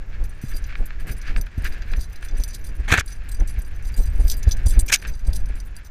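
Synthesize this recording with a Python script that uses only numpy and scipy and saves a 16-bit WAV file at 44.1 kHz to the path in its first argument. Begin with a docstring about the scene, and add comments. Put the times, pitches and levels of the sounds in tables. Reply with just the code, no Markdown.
"""Collar tags and rings clink on a dog that trots down wooden steps into snow; metal modes ring at each contact.
A camera in a closed plastic case rides on its back: strides jolt the mount with a deep thump, paws knock wood.
Straps rub and tick on the case, which rings near 1.7 kHz; rumble, fur and wind noise swell with the gait.
Twice something scrapes hard over the case in bursts of stick-slip contacts, with sharp catches.
Loud bright sound makes the gain control duck."""
import sys
import numpy as np
from scipy import signal
from scipy.fft import rfft, irfft
from scipy.io import wavfile
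from scipy.ndimage import uniform_filter1d

SR = 44100
rng = np.random.default_rng(int(sys.argv[2]) if len(sys.argv) > 2 else 0)


def to_wav(s):
    """Save 16-bit WAV."""
    ch = np.atleast_2d(s).T  # columns
    pcm = np.round(np.clip(ch, -1, 1) * 32767)  # PCM
    wavfile.write(sys.argv[1], SR, pcm.astype(np.int16))


def how_loud(loudness_db):
    """Turn decibels into a plain amplitude multiplier (0 dB gives 1, 20 dB gives 10)."""
    steps = np.asarray(loudness_db, float) / 20
    return 10 ** steps


N = 260190  # length in samples


def in_time(rows):
    """Turn the columns of a table into curves over all samples; the first column is time in seconds."""
    s, *columns = np.transpose(rows)
    return [np.interp(np.arange(N) / SR, s, c) for c in columns]


def rms_one(x):
    """Scale to unit rms."""
    return x / np.sqrt(np.mean(x ** 2) + 1e-20)


def filtered(x, hz, kind):
    """Gentle filter: keep what lies below (low), above (high) or between (band) the given Hz."""
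    return signal.sosfilt(signal.butter(2, hz, kind, fs=SR, output="sos"), x)


def coloured(x, spectrum):
    """Shape a steady signal by a spectrum of (Hz, dB) points; rms 1."""
    hz, level_db = np.transpose(spectrum)
    grid = np.arange(N // 2 + 1) * SR / N + 1
    gain = how_loud(np.interp(np.log(grid), np.log(hz), level_db))
    return rms_one(irfft(rfft(x) * gain, N))


def grains(per_s, spread_db):
    """Random contacts of uneven size and sign; rms 1."""
    sizes = how_loud(spread_db * np.minimum(rng.exponential(1, N), 5))
    signs = rng.choice([-1, 1], N)
    happens = rng.random(N) < per_s / SR
    return rms_one(sizes * signs * happens)


def clumps(per_s, depth_db):
    """A wandering random gain: contacts come in bunches with quieter moments between."""
    knots = np.arange(0, N + SR / per_s, SR / per_s)
    return how_loud(depth_db * np.interp(np.arange(N), knots, rng.standard_normal(len(knots))))


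def ring(clicks, hz, t60):
    """A unit click sets a sine of height 1 ringing; it falls by 60 dB in t60 seconds."""
    r, w = how_loud(-60 / (t60 * SR)), 2 * np.pi * hz / SR
    return signal.lfilter([0, np.sin(w)], [1, -2 * r * np.cos(w), r * r], clicks + 1e-18)


def add(out, s, piece):
    """Lay a piece into the track from time s."""
    i = max(round(s * SR), 0)
    out[..., i:i + piece.shape[-1]] += piece[..., :N - i]


def touches():
    """Sudden light touches at random moments, each reaching the three mode groups unevenly."""
    per_s, fade_s, spread_db = 45, 0.0058, 4
    happens = rng.random(N) < per_s / SR
    marks = happens * how_loud(spread_db * rng.standard_normal((3, N)))
    return signal.lfilter([1], [1, -np.exp(-1 / (fade_s * SR))], marks + 1e-18)


# Tags striking each other. Each row: start in seconds, relative level of the low modes in dB,
# brightness (middle over low modes) in dB, rattle length in ms.
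CLINKS = [(0.2393, -46, 3, 15), (0.2927, -53.5, 7.5, 8.5), (0.415, -47.5, 2.5, 64), (0.4837, -46, 2, 44),
          (0.535, -45, 0.5, 48), (0.563, -29.5, -3, 6.6), (0.6391, -34.5, -19, 9.5), (0.774, -54, -1, 14),
          (0.8558, -45, 8.5, 11), (0.9986, -52, 3, 12), (1.0683, -45.5, 4, 47), (1.113, -40.5, -2, 23),
          (1.1657, -51, 3, 29), (1.2152, -33.5, -18, 6), (1.2705, -43.5, -18, 6.9),
          (1.3623, -44.5, 0.5, 30), (1.4115, -37.5, -0.5, 3.7), (1.4607, -58, 0.1, 8.1),
          (1.5786, -52.5, 3, 18), (1.62, -47.5, 2, 9.7), (1.6432, -38.5, -0.5, 52), (1.723, -43, -4, 21),
          (1.8198, -38.5, -21, 6.5), (1.913, -45, -4, 18), (1.964, -41, -6, 11), (1.992, -38, -9, 12),
          (2.004, -33.5, -7.5, 39.5), (2.1577, -38, -6.5, 5.9), (2.2228, -54, 7, 16),
          (2.2431, -45.5, -2, 31), (2.284, -39, -16, 10), (2.3088, -41.5, -26, 9), (2.3685, -49.5, 5, 28),
          (2.3993, -37.5, -3, 34), (2.4364, -25.5, -3, 7.9), (2.478, -48, 13, 13.5),
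          (2.4926, -43.5, -25, 25), (2.5304, -36.5, -2.5, 19), (2.543, -31.5, -8, 20),
          (2.6402, -43.5, -1, 45), (3.0593, -52.5, 15, 5.9), (3.0767, -39, 2.5, 17), (3.1, -41, -4.5, 35),
          (3.2878, -40.5, 4, 8.5), (3.3138, -38, 2, 16), (3.343, -35.5, 4, 9.6), (3.3973, -41.5, -9, 8.4),
          (3.4744, -40.5, 2.5, 30), (3.618, -51.5, 17.5, 4.9), (3.824, -52, -1, 22), (3.849, -43, -4, 21),
          (3.8694, -44.5, 4.5, 22), (3.941, -46.5, 0, 8.5), (3.9632, -44.5, 9, 11), (3.9756, -42, 5, 55),
          (4.055, -46.5, 4, 26), (4.196, -44.5, 3, 62), (4.279, -29, 0.5, 18), (4.2993, -20.5, -2, 30.3),
          (4.3678, -46, 10, 31), (4.4282, -41, -1, 14), (4.4746, -37, -17, 14), (4.488, -41.5, 5, 8.6),
          (4.5105, -19.5, -14, 12.7), (4.5674, -46, -3, 8.3), (4.6596, -32.5, 8, 14), (4.682, -32, 2, 48),
          (4.7908, -29.5, 12.5, 21), (4.9923, -46, -16, 9.9), (5.0157, -36.5, -8, 15),
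          (5.0711, -37, -1, 24), (5.114, -45.5, -6, 20), (5.137, -42, -26, 9.7), (5.1923, -48.5, -5, 23),
          (5.249, -46, -5, 12), (5.2678, -35.5, -3.5, 11), (5.33, -34.5, -8, 45), (5.357, -27.5, 1.5, 8.5),
          (5.457, -41, -1.5, 3.7), (5.4856, -50, -1, 12), (5.5544, -56, 7, 25), (5.601, -34, -1, 3.4),
          (5.765, -48.5, 8.5, 4.1), (5.8449, -44, -4.5, 26)]
# Tones at which tags and rings sound. Each row: pitch in Hz, relative level in dB,
# time to fall 60 dB in seconds.
TAG_MODES = [(3520, -18, .08), (4050, -12, .055), (4780, -3, .045), (5300, -13, .025), (5990, 0, .04),
             (6150, -6, .035), (6900, -8, .025), (7500, -10, .025), (8280, -5, .04), (9340, -3, .035),
             (9740, -6, .04), (10250, -9, .03), (10800, -7, .06), (12700, -1, .04), (13300, -6, .045),
             (13550, -3, .05), (14400, -9, .05), (14900, -11, .045)]
# Where the low, middle and high groups of modes meet: two frequencies in Hz.
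MODE_GROUP_EDGES_HZ = [7300, 11800]


def tags(loose_db):
    """Each clink is a short dense rattle; how well a contact reaches a mode changes as the tags turn."""
    high_modes_db, high_follows = -7.0, 0.69  # high over low modes, share of the brightness they follow
    after_db, after_s = -14.5, 0.037  # the tags keep touching after a clink: relative level, fading time
    t = np.arange(round(.16 * SR)) / SR
    shaking, swinging = np.zeros((3, N)), how_loud(loose_db) * np.ones((3, 1))
    for s, low_db, bright_db, rattle_ms in CLINKS:
        group_db = low_db + np.array([0, bright_db, high_modes_db + high_follows * bright_db])
        rattle = np.exp(-(t * 1000 / max(rattle_ms, 1)) ** 3)
        first_hit = 1.9 * np.exp(-t / 0.0013)
        onset = 1 - np.exp(-t / 0.00022)
        add(shaking, s, how_loud(group_db)[:, None] * (rattle + first_hit) * onset)
        add(swinging, s, how_loud(group_db + after_db)[:, None] * np.exp(-t / after_s))
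    shaking = shaking + swinging * touches()
    force = how_loud(-25.0) * shaking * grains(4000, spread_db=4.5)
    # hard clashes press the tags together and choke their ringing
    ringing = force / (1 + shaking / how_loud(-37.0)) ** 0.37
    out, turns = np.zeros(N), np.arange(0, N + 600, 600)
    for hz, level_db, t60 in TAG_MODES:
        facing_db = np.interp(np.arange(N), turns, rng.normal(0, 5.8, len(turns)))
        group = np.searchsorted(MODE_GROUP_EDGES_HZ, hz)
        contacts = ringing[group] * rng.standard_normal(N)
        out += ring(contacts * how_loud(level_db + facing_db - 4.0), hz, t60)
    # the contacts themselves: a bright crackle in each range
    for group, band_hz in enumerate([(3600, 6150), (7300, 9970), (11800, 22000)]):
        crackle = force[group] * clumps(120, depth_db=1.0)
        out += how_loud(19.5) * filtered(crackle, band_hz, "band")
    return out


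# Resonances of the plastic case. Each row: pitch in Hz, width in Hz, relative level in dB.
CASE = [(1248, 750, -8), (1669, 240, 4.5), (2252, 333, -1), (2642, 387, -2.5), (3210, 880, -10.5),
        (4400, 1800, -15)]


def case(x):
    """Parallel resonances of the plastic case, with the bass taken away."""
    out = 0
    for k, (hz, width_hz, level_db) in enumerate(CASE):
        r = np.exp(-np.pi * width_hz / SR)
        poles = [1, -2 * r * np.cos(2 * np.pi * hz / SR), r * r]
        resonance = signal.lfilter([(1 - r * r) / 2, 0, -(1 - r * r) / 2], poles, x)
        out = out + (-1) ** k * how_loud(level_db) * resonance
    return filtered(out, 800, "high")


# Straps dragging harder for a moment. Each row: centre in seconds, relative peak level in dB,
# length in seconds (two standard deviations of the swell).
DRAGS = [(0.152, -55, 0.053), (0.527, -52, .04), (0.716, -53.5, 0.052), (1.092, -39, 0.028),
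         (1.286, -41, .06), (1.379, -42, .015), (1.659, -33.5, 0.022), (1.892, -47.5, 0.16),
         (2.24, -50.5, 0.21), (4.746, -49, .06), (5.06, -45.5, .05), (5.526, -54, 0.068),
         (5.774, -57, 0.055)]


def straps(rub_db):
    """Fine contacts ring the case all the time and swell at each drag."""
    t = np.arange(N) / SR
    swells = sum(how_loud(peak_db) * np.exp(-2 * ((t - s) / length) ** 2) for s, peak_db, length in DRAGS)
    force = how_loud(rub_db) + swells
    return force * clumps(40, depth_db=2.5) * rms_one(case(grains(2000, spread_db=0.0)))


# Straps on the case and small hardware shaking loosely. Each row: time in seconds,
# relative strap rub in dB, relative loose jingle in dB.
HARNESS = [(0.0, -54.5, -69), (0.4, -52.5, -66), (1.0, -50, -55), (1.4, -55, -78), (1.75, -46.5, -60),
           (2.01, -67.5, -54), (2.45, -54.5, -56), (2.87, -50.5, -57), (3.47, -52, -59), (3.6, -52.5, -59),
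           (3.97, -50.5, -61), (4.3, -50, -45), (4.6, -46.5, -60), (4.8, -53.5, -53), (5.02, -55, -41),
           (5.2, -54, -60), (5.6, -55.5, -55), (5.9, -60.5, -70)]


def harness():
    """The strap rub and the loose jingle each follow their own level curve, under the clinks and drags."""
    rub_db, loose_db = in_time(HARNESS)
    return tags(loose_db) + straps(rub_db)


# Tone colour of fur and wind. Each row: frequency in Hz, relative level in dB.
FUR = [(70, -7.5), (130, -2), (250, -6.5), (450, -12.5), (800, -18), (1100, -27.5), (3000, -48.5)]


def fur_noise():
    """Soft noise of fur and wind: random noise with most of its treble removed; rms 1."""
    return coloured(rng.standard_normal(N), FUR)


# Tone colour of the rumble. Each row: frequency in Hz, relative level in dB.
RUMBLE = [(12, 2.5), (22, 3.5), (45, -2), (90, -14), (160, -30), (300, -45), (600, -77)]
# How the gait swells. 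Each row: time in seconds, rumble in dB, fur and wind in dB.
GAIT = [(0.0, -30.5, -52.5), (0.24, -23, -49.5), (0.4, -32, -55), (0.5, -24, -50.5), (0.94, -27.5, -53.5),
        (1.11, -18.5, -41), (1.2, -31.5, -54), (1.4, -22, -46.5), (1.53, -38, -58), (1.62, -22.5, -41.5),
        (1.99, -23.5, -52.5), (2.13, -30, -53.5), (2.86, -24.5, -49), (3.05, -31, -54.5),
        (3.42, -20.5, -50), (3.6, -27, -50.5), (4.04, -19, -50), (4.48, -21, -46.5), (4.78, -17.5, -43.5),
        (4.98, -31, -48.5), (5.11, -21, -43), (5.19, -27, -60), (5.28, -17.5, -43), (5.9, -35, -60)]


def gait():
    """Low rumble, and fur and wind noise, each following its own level curve as the dog moves."""
    rumble_db, fur_db = in_time(GAIT)
    rumble = how_loud(rumble_db) * coloured(rng.standard_normal(N), RUMBLE)
    return rumble + how_loud(fur_db) * fur_noise()


# Tone colour of the air. Each row: frequency in Hz, relative level in dB.
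AIR = [(100, 14), (300, 4), (900, 2.5), (1700, 3), (3400, -11.5), (6200, -10.5), (7500, -13.5), (8500, -50),
       (16000, -57)]


def air():
    """Faint constant noise whose level wavers a little."""
    return how_loud(-55) * clumps(7.1, depth_db=0.5) * coloured(rng.standard_normal(N), AIR)


# Strides shaking the mount. Each row: centre in seconds, relative peak level in dB,
# width at half height in ms.
JOLTS = [(0.221, -10.5, 11.8), (0.552, -14, 13), (0.812, -7.5, 12.7), (1.1, -14, 13), (1.307, -13, 16.8),
         (1.379, -8.5, 12.4), (1.586, -13.5, 4.5), (1.935, -10, 12.1), (1.986, -10, 7.1),
         (2.338, -12, 13.4), (2.402, -10, 8.7), (2.695, -14.5, 10), (2.802, -12.5, 6.5), (2.925, -4, 3.53),
         (2.989, -9, 4.7), (3.416, -4, 10.4), (3.586, -12, 6.7), (3.999, -5.5, 11.5), (4.082, -13.5, 5.3),
         (4.155, -14, 9.3), (4.203, -6, 9.1), (4.255, -7, 7.4), (4.343, -18.5, 14), (4.479, -1, 5.24),
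         (4.548, -13.5, 11.6), (4.667, -3, 5.3), (4.781, 0.4, 7.8), (4.833, -14, 5.4), (5.289, -7.5, 6.4),
         (5.504, -13, 8.4)]


def jolts():
    """The mount swings out and back: one main lobe between two weaker ones, with a puff of fur noise."""
    out, puffs = np.zeros(N), np.zeros(N)
    sides = rng.choice([-1, 1], len(JOLTS))
    for (s, peak_db, width_ms), side in zip(JOLTS, sides):
        u = np.arange(-.06, .06, 1 / SR) * 1250 / width_ms
        swing = (1 - u ** 2) * np.exp(-u ** 2 / 2)
        add(out, s - .06, side * how_loud(peak_db - 0.5) * swing)
        add(puffs, s - .06, how_loud(peak_db - 29.0) * np.exp(-u ** 2 / 6))
    return out + puffs * fur_noise()


# Paws landing on a wooden step. Each row: start in seconds, level of the blow in dB, lower pitch in Hz.
STEPS = [(0.437, -16.5, 131), (1.577, -18.5, 136)]


def steps():
    """A soft blow on a plank: two short low modes."""
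    out = np.zeros(N)
    for s, peak_db, hz in STEPS:
        blow = np.zeros(N)
        add(blow, s, how_loud(peak_db) * np.hanning(130) / 65)
        out += ring(blow, hz, 0.051) + how_loud(-1.5) * ring(blow, 1.68 * hz, 0.033)
    return out


# Ticks and sharp scrape catches on the case. Each row: start in seconds, relative level in dB,
# time for the rattle to fall 60 dB in ms.
TICKS = [(0.725, -29.5, 86), (0.7542, -20, 18), (0.9058, -25, 24), (1.076, -31, 37), (1.3628, -14.5, 14),
         (1.467, -28.5, 31), (1.647, -30, 110), (1.8213, -36, 30), (1.935, -15.5, 15.5),
         (2.2269, -25.5, 21), (2.8805, -22, 23), (2.905, -10.5, 62), (2.9251, 1.5, 13), (2.9644, -11, 59),
         (2.9847, -0.5, 23), (3.0088, -12, 23), (3.2195, -36, 30), (3.406, -31, 35), (4.8968, -20.5, 28),
         (4.9209, -9.5, 11), (4.9265, -3.5, 19), (4.93, -12, 60), (4.948, -13, 64), (5.025, -24, 25),
         (5.0503, -20, 45)]


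def ticks():
    """A sharp blow and a dying rattle, heard through the case and as a dull knock through the mount."""
    force, t = np.zeros(N), np.arange(round(.06 * SR)) / SR
    noises = rng.standard_normal((len(TICKS), len(t)))
    for (s, peak_db, t60_ms), noise in zip(TICKS, noises):
        blow = 0.35 * noise * how_loud(-60000 * t / max(t60_ms, 1))
        blow[:3] += 1
        add(force, s, how_loud(peak_db + 13.5) * blow)
    knock = filtered(force, [450, 1300], "band")
    return filtered(case(force), 6000, "low") + how_loud(-14) * knock


# Tone colour of the scrape's hiss. Each row: frequency in Hz, relative level in dB.
HISS = [(1200, -39), (2400, 12.5), (3000, 2), (4000, -0.5), (6200, 7.5), (8000, 0), (11000, -7),
        (15000, -10), (17000, -34)]
# Tone colour of the scrape's thud. Each row: frequency in Hz, relative level in dB.
THUD = [(100, -1), (200, 4), (500, -6.5), (900, -3), (1300, -30), (4000, -62)]
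# Hard scrapes over the case. Each row: a trio of relative levels (case ring in dB, hiss in dB, thud in dB),
# then the course of the scrape, whose rows hold time in seconds, pressure in dB, extra hiss in dB.
SCRAPES = [((-1.1, -8.5, -8), [(2.874, -67, -9), (2.882, -25.5, -4), (2.9, -27.5, -0.5), (2.926, -10.5, 1),
           (2.94, -9.5, -4), (2.957, -20.5, -6), (2.985, -17, -0.5), (2.995, -37, 18), (3.011, -30, 4),
           (3.018, -66, 7)]), ((-18, 0.077, -29), [(4.876, -73, 0.1), (4.883, -33.5, 4.8),
           (4.904, -7, -25.5), (4.912, -21, -31), (4.919, -14, -14), (4.926, -10, 1.8), (4.949, -10.5, 0.7),
           (4.954, -26, 3), (4.96, -18.5, 2), (4.97, -40, -8)])]


def scrapes():
    """Dense stick-slip contacts, in bunches, ring the case, hiss past it and thud through the mount."""
    slips = grains(6000, spread_db=2.5) * clumps(250, depth_db=5.0)
    body, hiss, thud = rms_one(case(slips)), coloured(slips, HISS), coloured(slips, THUD)
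    out, t = 0, np.arange(N) / SR
    for (case_db, hiss_db, thud_db), rows in SCRAPES:
        pressure_db, bright_db = in_time(rows)
        touching = (t > rows[0][0]) & (t < rows[-1][0])
        mix = how_loud(case_db) * body + how_loud(hiss_db + bright_db) * hiss + how_loud(thud_db) * thud
        out = out + touching * how_loud(pressure_db) * mix
    return out


def scene():
    """All sources reach one microphone inside the case."""
    return (harness() + gait() + air() + jolts() + steps() + ticks() + scrapes())[None]


def gain_control(x, knee_db, share, held_fall_db_per_s):
    """Loud bright sound turns the gain down within milliseconds; it creeps back afterwards."""
    bright = filtered(x, 1000, "high")
    level_db = 10 * np.log10(uniform_filter1d(bright ** 2, size=441) + 1e-12)
    # hold each peak, letting the held level sink at a steady rate
    ramp = held_fall_db_per_s * np.arange(N) / SR
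    held_db = np.maximum.accumulate(level_db + ramp, axis=-1) - ramp
    cut_db = share * np.maximum(held_db - knee_db, 0)
    smooth_cut_db = signal.lfilter([.004], [1, -.996], cut_db)
    return x * how_loud(-smooth_cut_db)


def top_cut(x):
    """Nothing passes above the cut-off."""
    return signal.sosfilt(signal.butter(12, 16340, fs=SR, output="sos"), x)


def record(dry):
    """Gain control, rounded peaks and a treble cut."""
    level = gain_control(dry, knee_db=-25.5, share=0.28, held_fall_db_per_s=164)
    rounded = level / (1 + np.abs(level / .97) ** 4) ** .25
    finished = signal.sosfilt(signal.cheby2(10, 60, 16200, fs=SR, output="sos"), rounded)
    return top_cut(finished)


dry = scene()
out = record(dry)
to_wav(out)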